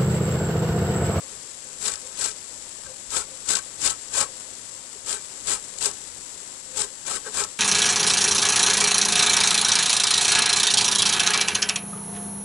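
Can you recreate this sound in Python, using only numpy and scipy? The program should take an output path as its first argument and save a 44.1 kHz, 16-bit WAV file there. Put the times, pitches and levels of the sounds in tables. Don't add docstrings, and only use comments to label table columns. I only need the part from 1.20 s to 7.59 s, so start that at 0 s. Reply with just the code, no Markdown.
import sys
import numpy as np
from scipy import signal
from scipy.fft import rfft, irfft
from scipy.io import wavfile
from scipy.ndimage import uniform_filter1d

SR = 44100
rng = np.random.default_rng(int(sys.argv[2]) if len(sys.argv) > 2 else 0)


def output_pcm(signal):
    pcm = np.clip(np.atleast_2d(signal).T, -1, 1) * 32767
    wavfile.write(sys.argv[1], SR, np.round(pcm).astype(np.int16))


def decibels_to_gain(level_db):
    exponent = np.asarray(level_db, float) / 20
    return 10 ** exponent


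N = 281779

# pitch_hz, level_db
FLAME_COLOUR = [(40, -9.5), (130, -4), (400, -1.5), (580, -3), (680, -7.5), (1000, -6), (1500, -30)]
# pitch_hz, width_hz, level_db, left_extra_db
PAN_RING_TONES = [(520.5, 14.7, 0, 8), (1155, 35, -10, 1.5)]
# middle_s, half_length_s, level_db
GUSTS = [
    (.16, 0.032, -60),
    (1.39, 0.047, -61),
    (1.68, 0.029, -52.5),
    (2.15, 0.1, -66),
    (3.33, 0.019, -59),
    (4.95, .06, -60),
]
# middle_s, half_length_s, level_db
RING_PUFFS = [
    (0, 0.11, -62.5),
    (.865, 0.02, -53),
    (1.31, 0.014, -61),
    (1.7, 0.015, -48.5),
    (2.2, 0.15, -62),
    (2.99, .1, -64),
    (3.33, 0.034, -66),
    (5.6, 0.062, -57),
    (6.07, 0.035, -61),
]
# time_s, sizzle_level_db
HEAT = [
    (0, -38),
    (.45, -39),
    (.9, -38),
    (1.7, -39),
    (2.97, -37.5),
    (3.63, -39),
    (4.55, -37.5),
    (5.9, -39),
    (6.2, -35.5),
    (6.39, -40),
]
# pitch_hz, level_db
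SIZZLE_COLOUR = [(200, -1), (680, 3), (1000, 7), (1900, 7.5), (2600, 4), (4000, 1.1), (9000, -1.47),
                 (10600, -2.5), (11500, -10.5)]
# start_s, peak_db
OIL_SPITS = [(0.8848, -32), (1.2759, -35), (2.8603, -36), (3.1995, -23), (3.2074, -21), (3.2184, -30),
             (2.235, -34), (2.256, -30), (4.2027, -27), (4.49, -32), (4.713, -17), (1.635, -24),
             (4.8732, -30), (4.8827, -29), (5.2758, -21), (5.7562, -28)]
# bite_s, build_up_s, hold_s, easing_off_s, tearing_db
STROKES = [(0.609, 0.049, 0.03, 0.0072, -27), (0.993, .03, 0.036, 0.052, -26.5),
           (1.91, 0.049, 0.01, 0.052, -23.5), (2.287, 0.014, .035, 0.015, -24),
           (2.615, 0.051, 0.0094, 0.02, -21), (2.936, 0.038, 0.045, 0.032, -24),
           (3.86, 0.033, 0.043, 0.045, -29.5), (4.269, 0.016, 0.047, 0.035, -24),
           (4.607, 0.043, 0.013, 0.04, -24), (5.576, 0.025, 0.018, 0.037, -25.5),
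           (5.869, 0.024, 0.073, 0.017, -29), (6.134, 0.041, 0.027, 0.046, -25)]
# jump_at_bite_db, then blade_twist_db, frame_bend_db, handle_flex_db re tearing
GRIPS = [(0, -17.5, -18.5, -17.5), (-1, -14, -20, -16), (7, -16.5, -18, -16.5), (3, -17, -20, -18),
         (0, -18, -21.5, -25), (5, -15, -14, -23), (11, -16, -21, -16.5), (6, -15.5, -17.5, -18),
         (10, -17, -15.5, -17), (-1.5, -18.5, -19.5, -14), (1, -15, -15.5, -16.5), (14, -13, -15.5, -15)]
# bite_s, hold_s, easing_off_s, tearing_db
REBITES = [
    (0.693, 0.048, 0.038, -35),
    (2.35, 0.0036, 0.04, -23.5),
    (2.696, 0.0062, 0.03, -26),
]
# blade_twist_db, frame_bend_db, handle_flex_db
REBITE_GRIP = (-15, -20.5, -25)
# middle_s, half_length_s, tearing_db, handle_flex_db
TOUCHES = [
    (0.134, 0.0075, -57, -45.5),
    (0.503, .015, -53, -51.5),
    (0.912, 0.0098, -55, -52),
    (1.656, .02, -54, -64),
    (3.749, 0.011, -71, -46),
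    (6.071, 0.015, -40, -40),
]
# blade_twist_db, frame_bend_db
TOUCH_GRIP = (-5, -5.5)
# middle_s, level_db
SNAGS = [(0.6555, -16), (0.681, -13), (.7199, -22), (0.7388, -20), (.7573, -23), (1.0147, -16),
         (1.044, -17), (1.0601, -14), (1.093, -22), (1.1145, -24), (1.9062, -22), (1.9685, -15),
         (2.2903, -13), (2.318, -15), (2.3551, -10), (2.369, -17), (2.3891, -20), (2.617, -17),
         (2.6769, -12), (2.7019, -17), (3.895, -19), (3.9286, -17), (4.5861, -21), (4.627, -15),
         (4.6469, -15), (4.6584, -10), (5.5818, -18), (5.6192, -12), (5.8667, -19), (6.2383, -15)]
# pitch_hz, level_db
RIP_COLOUR = [(500, -20), (2500, 3), (5000, 7), (7500, 2), (10000, -7)]
# pitch_hz, level_db
TEARING_COLOUR = [(30, 1), (300, 7.5), (700, 6), (2000, 6.5), (3500, 2), (6000, -1.5), (9000, -0.5),
                  (10600, -0.5), (11500, -9)]
# pitch_hz, width_hz, level_db, left_extra_db
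BLADE_TONES = [(1299, 54, 7.5, -12), (1364, 76, -1.5, 1), (1566, 62, 0, 4), (1920, 77, -15, 7.5),
               (2350, 47, -13, 10)]
FRAME_TONES = [(544, 94, -0.5, 0), (774, 42, 6.5, -2), (793, 64, 1, 4), (857, 44, 2.5, 3.5),
               (1035, 44, -5, 13), (1110, 26, 0, 9), (1270, 66, -12, -1)]
HANDLE_TONES = [(396.5, 35.6, 4.5, -6), (424.6, 47, 2.9, -1.5)]
# pitch_hz, gain_db
LEFT_PORT = [(30, 4), (1000, 1), (2200, 1.5), (3600, 9.5), (5000, 13.5), (6200, 15), (7000, 19.5),
             (7650, 26.5), (8200, 20.5), (9000, 15.5), (10500, 10.5), (11300, 11), (11750, 41.5)]
RIGHT_PORT = [(1500, -0.5), (4000, 0), (11000, -1)]
TOP_CUT = [(10000, 0.81), (11000, 2), (11400, -5.5), (11600, -21), (11750, -43), (12100, -72)]

BUILD_DB_PER_S, APPROACH_DB_PER_S = 180, 483
LIFT_AFTER_DB, LIFT_DB_PER_S = 12, 1000
RING_FOLLOWS, RING_LAG_S = 0.86, 0.005


def rms_one(x):
    return x / np.sqrt(np.mean(x ** 2) + 1e-20)


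def colour(x, points):
    hz, db = np.transpose(points)
    grid = np.maximum(np.arange(1025) * SR / 2048, 1)
    gain_db = np.interp(np.log(grid), np.log(hz), db)
    cepstrum = irfft(np.log(decibels_to_gain(gain_db)))
    cepstrum[1:1024] *= 2
    cepstrum[1025:] = 0
    response = irfft(np.exp(rfft(cepstrum)))
    return signal.oaconvolve(x, response)[:N]


def peak(x, hz, width):
    r = np.exp(-np.pi * width / SR)
    ring = [1, -2 * r * np.cos(2 * np.pi * hz / SR), r * r]
    return signal.lfilter([1, 0, -1], ring, x + 1e-18) * (1 - r * r) / 2


def drift(rate):
    r = np.exp(-2 * np.pi * rate / SR)
    noise = rng.standard_normal(N + SR)
    return rms_one(signal.lfilter([1], [1, -2 * r, r * r], noise)[SR:])


def resonate(x, modes, wander_db, wander_rate):
    out = np.zeros((2, N))
    for k, (hz, width, db, left_db) in enumerate(modes):
        drive = x * decibels_to_gain(db + wander_db * drift(wander_rate))
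        sides = decibels_to_gain(np.array([[left_db], [0]]))
        out += (-1) ** k * peak(drive, hz, width) * sides
    return out


def grains(per_s, spread_db):
    size_db = spread_db * np.minimum(rng.exponential(1, N), 5)
    sizes = decibels_to_gain(size_db) * rng.choice([-1, 1], N)
    return rms_one(sizes * (rng.random(N) < per_s / SR))


def bursts(events, length_s):
    out, t = np.zeros(N), np.arange(SR // 20) / SR
    for start_s, db in events:
        out[round(start_s * SR):][:len(t)] += decibels_to_gain(db) * np.exp(-t / length_s)
    return out


def swells(events):
    t = np.arange(N) / SR
    return sum(decibels_to_gain(db) * np.exp(-((t - s) / half_s) ** 2 / 2) for s, half_s, db in events)


def three_noises(shape):
    return [rms_one(shape(rng.standard_normal(N))) for _ in range(3)]


def moving_air(tear):
    stir_s = 0.086
    stir = decibels_to_gain(-24.5) * uniform_filter1d(tear, size=int(2 * stir_s * SR))
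    air = decibels_to_gain(-72) + swells(GUSTS) + stir
    common, left, right = three_noises(lambda x: peak(x, 37, 62.0))
    return air * decibels_to_gain(-3.0) * (0.73 * common + np.array([left, right]))


def burner(burner_db):
    common, left, right = three_noises(lambda x: colour(x, FLAME_COLOUR))
    flicker = decibels_to_gain(burner_db - 2 + 1.0 * drift(13.0))
    roar = flicker * (common + 0.33 * np.array([left, right]))
    breath = decibels_to_gain(-67) + swells(RING_PUFFS)
    tones = resonate(rng.standard_normal(N), PAN_RING_TONES, wander_db=2.5, wander_rate=14.0)
    return roar + breath * decibels_to_gain(25) * tones


def pan(sizzle_db):
    swell = decibels_to_gain(sizzle_db - 11 + 0.14 * drift(1.4))
    spits = bursts(OIL_SPITS, length_s=0.0017) * decibels_to_gain(-22)
    near = swell * decibels_to_gain(1.0 * drift(140)) + spits
    far = swell * decibels_to_gain(-2.0 + 0.5 * drift(60))
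    return np.array([rms_one(colour(grains(14000, 2.76), SIZZLE_COLOUR)) * level for level in (near, far)])


def push_db(t, bite, build, hold, ease, db, jump_db):
    start_db = db - BUILD_DB_PER_S * build
    since_bite = t - bite
    easing = since_bite - build - hold
    before = start_db - jump_db + APPROACH_DB_PER_S * since_bite
    eased_db = LIFT_AFTER_DB * np.clip(easing / ease, 0, 1)
    lifted_db = LIFT_DB_PER_S * np.maximum(easing - ease, 0)
    after = np.minimum(start_db + BUILD_DB_PER_S * since_bite, db) - eased_db - lifted_db
    return np.maximum(np.where(t < bite, before, after), -200)


def hand():
    t, levels = np.arange(N) / SR, np.zeros((4, N))
    pushes = [(stroke, jump, grip) for stroke, (jump, *grip) in zip(STROKES, GRIPS)]
    pushes += [((s, 0, hold, ease, db), 40, REBITE_GRIP) for s, hold, ease, db in REBITES]
    for stroke, jump, grip in pushes:
        tear_db = stroke[-1]
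        levels[0] += decibels_to_gain(push_db(t, *stroke, jump))
        late_db = push_db(t - RING_LAG_S, *stroke, jump)
        ring_db = tear_db + RING_FOLLOWS * (late_db - tear_db)
        levels[1:] += decibels_to_gain(ring_db) * decibels_to_gain(np.array(grip))[:, None]
    touch_gains = decibels_to_gain(np.array([0, *TOUCH_GRIP]))[:, None]
    levels[:3] += swells([row[:3] for row in TOUCHES]) * touch_gains
    levels[3] += swells([(s, half_s, flex_db) for s, half_s, _, flex_db in TOUCHES])
    return levels


def teeth(level):
    tear = grains(20000, 1.5) * level
    plucks = grains(5000, 2.3) * level
    plucked_tooth = rng.integers(0, 28, N)
    pitches = np.geomspace(2300, 8800, 28) * decibels_to_gain(0.2 * rng.standard_normal(28))
    twang = np.zeros(N)
    for k, hz in enumerate(pitches):
        twang += peak(plucks * (plucked_tooth == k), hz, 99.0) * np.sqrt(hz / 3000)
    return colour(tear + decibels_to_gain(14.0) * twang, TEARING_COLOUR)


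def snags():
    envelope = swells([(s, 0.0018, db) for s, db in SNAGS])
    left_right = decibels_to_gain(np.array([[-19], [-28]]))
    return colour(grains(20000, 1.3) * envelope, RIP_COLOUR) * left_right


def grater(levels):
    tear, twist, bend, flex = levels
    judder = decibels_to_gain(1.9 * drift(90))
    near = tear * judder * decibels_to_gain(-10.5)
    far = signal.lfilter([0.004], [1, -0.996], near) * decibels_to_gain(-3.5)
    bites = grains(5000, 3.2) * judder
    blade = resonate(bites * twist, BLADE_TONES, wander_db=3.5, wander_rate=11.8) * decibels_to_gain(18.5)
    frame = resonate(bites * bend, FRAME_TONES, wander_db=2.0, wander_rate=17.0) * decibels_to_gain(15.5)
    handle = resonate(bites * flex, HANDLE_TONES, wander_db=0.5, wander_rate=9.6) * decibels_to_gain(21.5)
    return np.array([teeth(near), teeth(far)]) + snags() + blade + frame + handle


def scene():
    levels = hand()
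    heat_db = np.interp(np.arange(N) / SR, *np.transpose(HEAT))
    burner_db = -54.5 + 1.7 * (heat_db - heat_db.mean())
    return moving_air(levels[0]) + burner(burner_db) + pan(heat_db) + grater(levels)


def band_limit(x):
    return signal.sosfilt(signal.butter(12, 12180, fs=SR, output="sos"), x)


def record(dry):
    left = np.roll(colour(dry[0], LEFT_PORT), 6)
    right = colour(dry[1], RIGHT_PORT)
    mix = np.array([colour(port, TOP_CUT) for port in (left, right)])
    return band_limit(mix)


dry = scene()
out = record(dry)
output_pcm(out)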